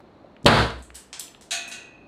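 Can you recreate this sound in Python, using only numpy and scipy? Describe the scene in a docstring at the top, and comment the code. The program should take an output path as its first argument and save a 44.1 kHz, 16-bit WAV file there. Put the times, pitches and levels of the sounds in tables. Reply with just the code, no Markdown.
"""In a hard-walled room, a phone is slammed screen-down on a walnut on a wooden table.
The shell cracks and the table booms; a limiter turns the sound down, then lets the echo swell back.
Bits of shell skitter away with bright clicks; one seems to hit something metal twice, which rings.
Fingers tap the phone, and a low wash of noise lies under it all."""
import sys
import numpy as np
from scipy import signal
from scipy.fft import rfft, irfft
from scipy.io import wavfile
from scipy.ndimage import uniform_filter1d

SR = 44100
rng = np.random.default_rng(int(sys.argv[2]) if len(sys.argv) > 2 else 0)


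def transcribe(u):
    """Save the signal u as a 16-bit wav file named by the first command-line argument.

    u: samples, shape (n,) or (channels, n), limited to [-1, 1]; the rate is SR.
    q: integer samples, one column per channel.
    """
    v = np.clip(np.atleast_2d(u).T, -1, 1)
    q = np.round(v * 32767).astype(np.int16)
    wavfile.write(sys.argv[1], SR, q)


N = 91639

# Dull pushes as the phone comes down and meets the nut: t/s, level/dB, f/Hz
PHONE_PUSHES = [(0.4462, -24, 169), (0.4538, -24.5, 168), (0.4584, -1, 306)]
# The shell gives way and the phone lands: t/s, level/dB
CRACK_HITS = [(0.4612, 0), (0.4645, -3), (0.4790, -11)]
# The crack close by: f/Hz, level/dB, fade/s (a fade is the time to die away by 60 dB)
CRACK_TONE = [(39.6, 19, 0.064), (165.3, 45.5, 0.054), (300, 44.5, 0.24), (430, 52.5, 0.037),
              (800, 42.5, 0.042), (1480, 38, 0.39), (2300, 34.5, 0.1), (2890, 43, 0.072),
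              (4620, 40.5, 0.033), (5890, 20, 0.046), (8000, 25, 0.044), (11000, 17.5, 0.023),
              (16000, 4, .04)]
# Notes at which the table and room boom: f/Hz, level/dB, fade/s
BOOM_NOTES = [(60.57, -13.5, 0.75), (66.77, -20, 0.84), (113.4, -3, 0.4), (148.8, -2, 0.3), (190, -3, 0.19),
              (228.1, -2, 0.36), (335, -5, 0.28), (423.8, -2, 0.18), (460, -8.5, 0.4), (580, 16, 0.053),
              (675.6, -5.5, 0.28), (855, -2.5, 0.28), (981, -8.5, .4)]
# The crack thrown into the room: f/Hz, level/dB
SLAM_ECHO_TONE = [(30, 6), (100, 44.5), (250, 44.5), (500, 45), (900, 45), (1600, 43.5), (2400, 35),
                  (4400, 35), (5700, 17.5), (9000, 17), (13000, 1), (16000, -20.5)]
# How long its echo lasts: f/Hz, fade/s
SLAM_ECHO_FADES = [(60, .45), (250, .41), (700, .39), (1500, .38), (3500, .41), (8000, .41), (15000, .35)]

def slam():
    """The phone pushes on the nut, then the shell bursts and the table booms."""
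    slam_s = 0.461
    near, far, t = np.zeros(N), np.zeros(N), np.arange(N) / SR
    for start, db, hz in PHONE_PUSHES:
        spread = (np.pi * hz * (t - start)) ** 2
        near += amp(db) * (1 - 2 * spread) * np.exp(-spread)  # one smooth pulse
    crack = np.array(CRACK_TONE)
    levels, fades = crack[:, :2], crack[:, ::2]
    for start, db in CRACK_HITS:
        add(near, start, amp(db) * colour(fading_noise(fades), lambda f: look_up(levels, f)))
    add(near, slam_s, ringing(BOOM_NOTES))
    add(far, slam_s, colour(signal.unit_impulse(SR // 4), lambda f: look_up(SLAM_ECHO_TONE, f)))
    return near + echo(far, SLAM_ECHO_FADES)

# Four pitches that shape each click: f/Hz
CHIP_BANDS = [1200, 3600, 8000, 13000]
# Bits of shell landing: t/s, level/dB at each of the four pitches, level/dB of the direct sound
CHIP_LANDINGS = [(0.7043, -20, -27, -43, -64, 19), (0.781, -32, -39, -24, -39, -22),
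                 (0.8245, -41, -49, -8.5, -33.5, -5.5), (0.9445, -10, -7.5, -7, -18, -17),
                 (0.9548, -33, -48.5, -1, -19.5, -3), (1.1292, -4.5, -0.5, -2.5, -35, -5.5),
                 (1.1387, -6.5, -17, -43, -46, -3), (1.1949, -43, -8.5, 2, -14, -4),
                 (1.1965, -19, -12, 1.5, -9, 1), (1.208, -43, -3, -31, -26, 3),
                 (1.4107, -18, -20, -14.5, -31.5, -6), (1.4223, -36, -21, -21, -40, -2),
                 (1.6780, -8, -17, -6, -21.5, -7.5)]

def shell_chips():
    """Bits of shell click down some way off, too small to give out bass; the very top is missing too."""
    low_hz, top_hz = 569.7, 14200
    near, far = np.zeros(N), np.zeros(N)
    for start, *bands_db, direct_db in CHIP_LANDINGS:
        def tone_db(f):
            loss_db = 10 * np.log10(1 + (low_hz / (f + 1)) ** 4 + (f / top_hz) ** 60)
            return look_up(list(zip(CHIP_BANDS, bands_db)), f) - loss_db
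        click = colour(burst(fade_s=0.024), tone_db)
        add(near, start, amp(direct_db) * click)
        add(far, start, click)
    return near + echo(far, ROOM_FADES)

# A bit of shell hits metal: t/s, clack level/dB, ring level/dB, spot hit (0 to 1)
METAL_HITS = [(1.5080, -1.5, -21.5, 0.05), (1.5165, -5.5, -1, 0), (1.7144, -12.5, -13, 0.94)]
# The tone of the clack: f/Hz, level/dB
CLACK_TONE = [(300, -21), (700, 6), (1050, -4), (1600, 11.5), (2100, 8), (2700, 13), (4100, 16),
              (5300, 4.5), (6500, 13), (9000, 7), (12000, -8), (16000, -34)]
# The metal's own notes: f/Hz, level/dB at spot 0, level/dB at spot 1, fade/s
METAL_NOTES = [(688, -39, -48, .62), (761, -43, -50, .5), (1150, -47, -52, .5), (1423, -46, -43, .6),
               (1472, -43, -42, .5), (1497, -39, -33, .55), (1765, -43, -43, .8), (1936, -43, -39, .75),
               (2464, -46, -48, 1.2), (2480, -45, -44, 1.3), (2516.5, -36, -44, 1.15),
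               (2528, -39, -43, 1.0), (2546, -36, -42, 1.0), (2565, -44, -44, .9), (2632, -42, -46, 1.2),
               (2749, -47, -33, .6), (2769, -47, -31, .55), (3242, -40, -42, .5), (3600, -39, -43, .35),
               (3962, -35, -38, .42), (4309, -37, -40, .35), (6297, -41, -38, .45), (6373, -36, -41, .5),
               (6396, -38, -42, .45), (6549, -37, -42, .5), (11820, -50, -60, .3)]

def metal():
    """Thin metal clacks and rings. Close notes waver together; each spot hit favours other notes."""
    rise_s = 0.0054
    clack, ring = np.zeros(N), np.zeros(N)
    rise = 1 - np.exp(-np.arange(N) / SR / rise_s)
    for start, clack_db, ring_db, spot in METAL_HITS:
        add(clack, start, amp(clack_db) * colour(burst(fade_s=0.059), lambda f: look_up(CLACK_TONE, f)))
        notes = [(hz, np.interp(spot, [0, 1], spots_db), fade) for hz, *spots_db, fade in METAL_NOTES]
        add(ring, start, amp(ring_db) * rise * ringing(notes))
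    near = amp(-10.5) * clack + amp(2.5) * ring
    return near + echo(clack + amp(-15.5) * ring, ROOM_FADES)

# Ticks and taps close by (finger taps and bumps, plus two tiny shell ticks before the crack): t/s, level/dB,
# middle f/Hz, width/octaves
CLOSE_TICKS = [(0.004, -8, 330, 1.46), (0.243, 0, 580, 0.23), (0.3650, -15.5, 2130, 0.53),
               (0.4292, -29.5, 6700, 0.41), (0.4462, -17, 4630, .8), (0.9032, -9.5, 1480, 0.82),
               (1.2800, -7.5, 2980, 0.14), (1.3470, -10.5, 3060, .3), (1.3490, -14, 890, .8)]

def close_ticks():
    """Handling the phone makes small ticks and bumps, and just before it bursts the shell gives two tiny dry
    ticks; all have little echo."""
    near = np.zeros(N)
    for start, db, hz, width in CLOSE_TICKS:
        def tone_db(f):
            distance = np.log2((f + 1) / hz) / width
            return db - 20 * np.log10(1 + .5 * distance ** 4)
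        add(near, start, colour(burst(fade_s=.02), tone_db))
    return near + amp(-7) * echo(near, ROOM_FADES)

# How long the room echoes: f/Hz, fade/s
ROOM_FADES = [(60, 0.67), (250, 0.85), (700, 0.95), (1500, 0.75), (3500, 0.45), (8000, 0.31), (15000, 0.24)]

def echo(x, fades):
    """Sound bounces between the hard walls and blurs into a fading tail."""
    build_s = 0.0026
    tail = fading_noise(fades)
    build = 1 - np.exp(-np.arange(len(tail)) / SR / build_s)
    return signal.fftconvolve(x, tail * build)[:N]

# The tone of the background: f/Hz, level/dB
BACKGROUND_TONE = [(15, -44), (25, -9.5), (157, -10), (249, -5), (575, -12), (659, -13), (1160, -19.5),
                   (1400, -23.5), (1790, -28), (3080, -35), (4250, -31.5), (4740, -42.5), (16000, -66.5)]
# Its loudness over time: t/s, level/dB
BACKGROUND_LEVEL = [(0, -51), (0.35, -51), (0.9, -56), (1.25, -55), (1.5, -53.5), (2.05, -51)]

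def background():
    """A low wash of noise that sinks a little and comes back."""
    tone = amp(look_up(BACKGROUND_TONE, np.fft.rfftfreq(N, 1 / SR)))
    wash = irfft(rfft(rng.standard_normal(N)) * tone, N)
    level_db = np.interp(np.arange(N) / SR, *np.transpose(BACKGROUND_LEVEL))
    return wash / wash.std() * amp(level_db)

def amp(db):
    """Turns decibels into a number to multiply by."""
    return 10 ** (np.asarray(db) / 20)

def look_up(points, hz):
    """Reads between (f/Hz, value) points, with octaves evenly spaced."""
    f, value = np.transpose(points)
    return np.interp(np.log(hz + 1), np.log(f + 1), value)

def add(mix, start_s, sound):
    """Mixes a sound in at the given time."""
    part = mix[max(round(start_s * SR), 0):][:len(sound)]
    part += sound[:len(part)]

def colour(x, db_at):
    """Turns each pitch up or down by db_at(f), with nothing sounding early."""
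    size = 4096
    hz = abs(np.fft.fftfreq(size, 1 / SR))
    log_gain = np.log(amp(np.maximum(db_at(hz), -100)))
    response = np.fft.ifft(np.exp(np.conj(signal.hilbert(log_gain)))).real
    return signal.fftconvolve(x, response[:size // 2])[:len(x)]

def burst(fade_s):
    """A quick spray of tiny cracks, equally strong at all pitches."""
    t = np.arange(SR // 4) / SR
    fade = amp(-60 * t / fade_s)
    noise = rng.standard_normal(len(t)) * fade
    even = irfft(np.exp(1j * np.angle(rfft(noise))), len(t))
    spray = even * np.sqrt(fade)
    return spray / np.linalg.norm(spray)

def fading_noise(fades):
    """Noise in which every pitch has the same energy but its own fade time."""
    hz, t, bands = signal.stft(rng.standard_normal(SR), SR, nperseg=256)
    rate = np.log(1000) / look_up(fades, hz)[:, None]
    faded = bands * np.exp(-rate * t) * np.sqrt(2 * rate / SR)
    return signal.istft(faded, SR, nperseg=256)[1][:SR]

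def ringing(notes):
    """The pure, fading notes of something struck."""
    t = np.arange(N) / SR
    return sum(amp(db - 60 * t / fade) * np.sin(2 * np.pi * hz * t) for hz, db, fade in notes)

def scene():
    """All the sounds together, in one channel."""
    return (slam() + shell_chips() + close_ticks() + metal() + background())[None]

def record(dry):
    """A limiter ducks at once and recovers steadily; deep bass, peaks and the very top are trimmed."""
    limit_db, recover_db_per_s, sense_s = -6.5, 135, .006
    low_hz, top_hz, ceiling = 45.4, 15800, .95
    power = uniform_filter1d(dry[0] ** 2, int(sense_s * SR))
    level_db = 10 * np.log10(abs(power) + 1e-12)
    fall_db = np.arange(N) / SR * recover_db_per_s
    held_db = np.maximum.accumulate(level_db + fall_db) - fall_db
    duck_db = np.maximum(held_db - limit_db, 0)
    x = dry / amp(uniform_filter1d(duck_db, size=40))
    x = signal.sosfilt(signal.butter(2, low_hz, "high", fs=SR, output="sos"), x)
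    x = x / (1 + (x / ceiling) ** 4) ** (1 / 4)  # rounds off the peaks
    top_cut = signal.firwin(255, top_hz, window=("kaiser", 9), fs=SR)
    return signal.oaconvolve(x, top_cut[None], "same")

dry = scene()
out = record(dry)
transcribe(out)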